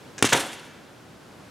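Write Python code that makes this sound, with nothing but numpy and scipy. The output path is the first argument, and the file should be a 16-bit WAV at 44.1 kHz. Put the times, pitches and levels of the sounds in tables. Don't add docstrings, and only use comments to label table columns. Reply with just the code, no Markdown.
import sys
import numpy as np
from scipy import signal
from scipy.fft import rfft, irfft
from scipy.io import wavfile
from scipy.ndimage import uniform_filter1d

SR = 44100
rng = np.random.default_rng(int(sys.argv[2]) if len(sys.argv) > 2 else 0)


def put_to_file(sound):
    columns = np.atleast_2d(sound).T
    safe = np.clip(columns, -1, 1)
    whole_steps = np.round(safe * 32767)
    wavfile.write(sys.argv[1], SR, whole_steps.astype(np.int16))


N = 66150


def undb(db):
    return 10 ** (np.asarray(db) / 20)


def unit(x):
    return x / np.sqrt(np.mean(x ** 2))


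def clock():
    return np.arange(N) / SR


def colour(x, points):
    hz, db = np.array(points, float).T
    bins_hz = np.maximum(np.arange(N + 1) * SR / (2 * N), 1)
    gain = undb(np.interp(np.log(bins_hz), np.log(hz), db))
    cepstrum = irfft(np.log(gain))
    cepstrum[1:N] *= 2
    cepstrum[N + 1:] = 0
    return irfft(rfft(x, 2 * N) * np.exp(rfft(cepstrum)))[:N]


def noise(points):
    return unit(colour(rng.standard_normal(N), points))


def lowpass(x, hz):
    return signal.sosfiltfilt(signal.butter(2, hz, fs=SR, output="sos"), x)


def walk(rate_hz):
    step = max(int(SR / rate_hz), 1)
    stairs = np.repeat(rng.standard_normal(N)[:N // step + 1], step)
    return unit(uniform_filter1d(stairs, step)[:N])


def envelope(start_s, rise_s, hold_s, t60_s):
    age = clock() - start_s
    release = np.exp(-np.log(1000) * np.maximum(age - rise_s - hold_s, 0) / t60_s)
    return np.clip(age / rise_s, 0, 1) * release


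def ring(start_s, hz, t60_s):
    age = np.maximum(clock() - start_s, 0)
    return np.sin(2 * np.pi * hz * age) * np.exp(-np.log(1000) * age / t60_s)


def bump(at_s, sigma_s):
    return np.exp(-.5 * ((clock() - at_s) / sigma_s) ** 2)


def outdoors():
    # (frequency [Hz], gain [dB])
    rush_colour = [(15, -58), (25, -29), (48, -16.5), (108, -1), (206, -3), (270, -3), (439, -5.5),
                   (695, -9.5), (754, -8), (936, -12.5), (1020, -10.5), (1190, -13), (1480, -12),
                   (1840, -16.5), (5570, -24), (11300, -32), (16000, -42)]
    # (time [s], level [dB])
    contour = [(0, -46), (.16, -46.5), (.8, -48.5), (1.1, -48.5), (1.5, -47.5)]
    flicker_db = 1.0
    rush = noise(rush_colour)
    bass = lowpass(rush, hz=500)
    wavering = bass * undb(flicker_db * walk(rate_hz=17.8))
    level_db = np.interp(clock(), *np.array(contour).T)
    return (rush - bass + wavering) * undb(level_db)


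def latch(release_s):
    # (time [s], level [dB])
    hits = [(0.1809, -31), (0.184, -36.5), (0.1901, -32)]
    # (frequency [Hz], gain [dB])
    latch_colour = [(200, -1), (900, -6), (1700, -3), (3000, -4), (4600, -8.5), (6000, 2), (8300, -5.5),
                    (10000, -23), (16000, -32)]
    # (frequency [Hz], level re click [dB], t60 [s])
    modes = [(1670, -4, 0.029), (2436, -10, 0.17), (6250, -16, .02)]
    first_s = hits[0][0]
    clicks = sum(undb(db) * envelope(s, rise_s=0.00025, hold_s=0, t60_s=0.02) for s, db in hits)
    scrape = undb(-50.5) * envelope(first_s, rise_s=0.0018, hold_s=release_s - first_s, t60_s=0.02)
    rings = sum(undb(db + mode_db) * ring(s, hz, t60) for s, db in hits for hz, mode_db, t60 in modes)
    return np.hypot(clicks, scrape) * noise(latch_colour) + rings


def slap(x, delay_s=0.01855):
    # (frequency [Hz], gain [dB])
    surface = [(50, -7.5), (300, 2), (800, -0.5), (1500, -5), (3000, -9), (6000, -11.5), (10000, -29),
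               (16000, -26)]
    delayed = np.interp(clock() - delay_s, clock(), x, left=0)
    return undb(-2) * colour(delayed, surface)


def pop(start_s):
    # (frequency [Hz], gain [dB])
    crack_colour = [(500, -18), (3000, -9), (3700, -5), (4500, -22), (5600, -6), (7000, 1), (9500, 2),
                    (11000, -8), (13500, -18), (16000, -26)]
    # (frequency [Hz], gain [dB])
    puff_colour = [(100, -15), (900, -16.5), (1500, -0.5), (2200, -1), (3700, 3), (4200, -17), (4800, -6),
                   (5500, 0), (7500, 3.5), (9800, -2), (12000, -19.5), (16000, -30)]
    # (frequency [Hz], level [dB], t60 [s])
    modes = [(131, -21, 0.055), (229, -22, 0.045), (282, -12.5, 0.038), (397, -14.5, 0.039),
             (787, -18, 0.021), (1106, -21, 0.04), (1393, -18.5, 0.03), (1853, -10.5, 0.014),
             (2310, -20, 0.069), (2768, -17.5, 0.046), (5900, -21, 0.013)]
    sigma_s = 0.00011
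    spike = -undb(-3) * bump(start_s + sigma_s, sigma_s)
    open_s = start_s + 2 * sigma_s
    crack = undb(-9) * envelope(open_s, rise_s=0.00005, hold_s=0, t60_s=0.0028) * noise(crack_colour)
    puff = undb(-12.5) * envelope(open_s, rise_s=0.0001, hold_s=0.0033, t60_s=0.014) * noise(puff_colour)
    rings = sum(undb(db) * ring(open_s, hz, t60) for hz, db, t60 in modes)
    return spike + crack + puff + rings


def jet():
    # (time [s], level [dB])
    contour = [(.229, -27), (0.248, -30), (0.251, -19), (0.275, -25.5), (.279, -37.5), (0.286, -35),
               (.293, -26.5), (.308, -31), (0.323, -33)]
    # (frequency [Hz], gain [dB])
    jet_colour = [(50, -14), (150, 7.5), (300, -3.5), (600, -4), (1200, 0), (2000, 1.5), (3300, 4),
                  (4800, -3.5), (6500, -0.5), (9000, -4), (12000, -15.5), (16000, -30)]
    sputter_db = 1
    times_s, db = np.array(contour).T
    flowing = envelope(times_s[0], rise_s=0.0028, hold_s=times_s[-1] - times_s[0], t60_s=0.02)
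    level_db = np.interp(clock(), times_s, db) + sputter_db * walk(rate_hz=600)
    return flowing * undb(level_db) * noise(jet_colour)


def trees(x):
    # (frequency [Hz], gain [dB])
    echo_colour = [(50, -10), (150, -7), (300, -0.5), (700, -3.5), (1500, -0.5), (3200, -0.5), (5000, 0),
                   (8000, -7.5), (16000, 0)]
    delay_s, rise_s = 0.05, 0.071
    scatter = rng.standard_normal(N)
    low = lowpass(scatter, hz=4000)
    tail = low * envelope(delay_s, rise_s, hold_s=0, t60_s=1.27)
    tail += (scatter - low) * envelope(delay_s, rise_s, hold_s=0, t60_s=0.9)
    response = colour(tail / np.linalg.norm(tail), echo_colour)
    return undb(-17) * signal.fftconvolve(x, response)[:N]


def burst():
    # (frequency [Hz], gain [dB])
    roar_colour = [(40, -17), (140, 2.5), (270, -11.5), (560, -0.5), (1100, -0.5), (1700, 1.5),
                   (2600, -2.5), (3600, 0), (4700, -16), (9000, -20), (16000, -38)]
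    # (frequency [Hz], gain [dB])
    hiss_colour = [(500, -12), (3000, -9), (4800, -4.5), (6500, 5.5), (8500, -1.5), (11000, -8),
                   (13500, -15), (16000, -26)]
    # (frequency [Hz], gain [dB])
    exhaust_colour = [(40, -22), (110, -8), (210, -6.5), (320, 2.5), (480, -4.5), (800, 2.5), (1600, -4.5),
                      (3000, -2.5), (5000, -10.5), (8000, -10.5), (11000, -16), (16000, -38)]
    # (time [s], level [dB], sigma [s])
    slugs = [(0.3256, -13.5, 0.00016), (0.3303, -8.5, 0.0002), (.3324, -4, 0.000035)]
    thump = undb(-21.5) * ring(0.327, hz=128, t60_s=0.06)
    roar = undb(-15) * envelope(0.3205, rise_s=0.0068, hold_s=0.0044, t60_s=0.092) * noise(roar_colour)
    hiss = undb(-17.5) * envelope(0.3265, rise_s=0.0052, hold_s=0.0017, t60_s=0.04) * noise(hiss_colour)
    exhaust = undb(-27.5) * envelope(0.337, rise_s=0.015, hold_s=0.026, t60_s=0.4) * noise(exhaust_colour)
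    spits = sum(undb(db) * bump(s, sigma) for s, db, sigma in slugs)
    return thump + hollow(roar + exhaust) + hiss + spits


def hollow(x):
    # (frequency [Hz], bandwidth [Hz], gain [dB])
    resonances = [(329, 26, 3.5), (554.3, 24, 6), (718, 49, 1), (908, 38, -2.5), (1383, 63, -3.5),
                  (1600, 86, -0.5), (1726, 75, -5.5), (3470, 170, -6.5)]
    return x + sum(undb(db) * signal.lfilter(*signal.iirpeak(hz, hz / width_hz, fs=SR), x)
                   for hz, width_hz, db in resonances)


def spray():
    # (time [s], level [dB], sigma [s])
    showers = [(.365, -27.5, 0.011), (0.403, -27, 0.0063), (0.423, -35.5, 0.0086), (.472, -40.5, 0.016),
               (0.5329, -37.5, 0.00072), (0.536, -42, 0.014), (.598, -50.5, .004), (.66, -55.5, 0.015)]
    # (frequency [Hz], gain [dB])
    drop_colour = [(500, -10), (2800, 3), (5000, -4), (8300, -1), (10500, -3), (13000, -14.5), (16000, -31)]
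    drops_per_s, scatter_db = 12000, 3.5
    sizes = undb(scatter_db * np.minimum(rng.exponential(size=N), 5))
    drops = rng.standard_normal(N) * sizes * (rng.random(N) < drops_per_s / SR)
    level = sum(undb(db) * bump(s, sigma) for s, db, sigma in showers)
    return unit(colour(drops, drop_colour)) * level


def scene():
    # (frequency [Hz], side gain [dB])
    launch_width = [(60, -52), (300, -53), (1200, -62), (2800, -26), (6000, -18.5), (9000, -18.5),
                    (13000, -33)]
    # (frequency [Hz], side gain [dB])
    rush_width = [(60, -9), (110, -18.5), (200, -8.5), (380, -7), (700, -5), (1290, -9), (2380, -6.5),
                  (4400, -8.5), (8120, -9), (15000, -10)]
    release_s, low_cut_hz = 0.2253, 80
    low_cut = signal.butter(3, low_cut_hz, "high", fs=SR, output="sos")
    launch = signal.sosfilt(low_cut, latch(release_s) + pop(release_s) + jet() + burst())
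    mid = launch + slap(launch) + trees(launch) + spray()
    scatter = rng.standard_normal(N) * envelope(0, rise_s=0.00059, hold_s=0, t60_s=0.041)
    side_response = colour(scatter / np.linalg.norm(scatter), launch_width)
    spread = signal.fftconvolve(mid, side_response)[:N]
    side = spread + undb(-18) * trees(launch) + colour(outdoors(), rush_width)
    return mid + outdoors() + side * np.array([[1], [-1]])


def record(dry):
    clip_level, top_hz = 0.88, 15800
    top_cut = signal.ellip(8, .2, 70, top_hz, fs=SR, output="sos")
    return signal.sosfilt(top_cut, np.clip(dry, -clip_level, clip_level))


dry = scene()
out = record(dry)
put_to_file(out)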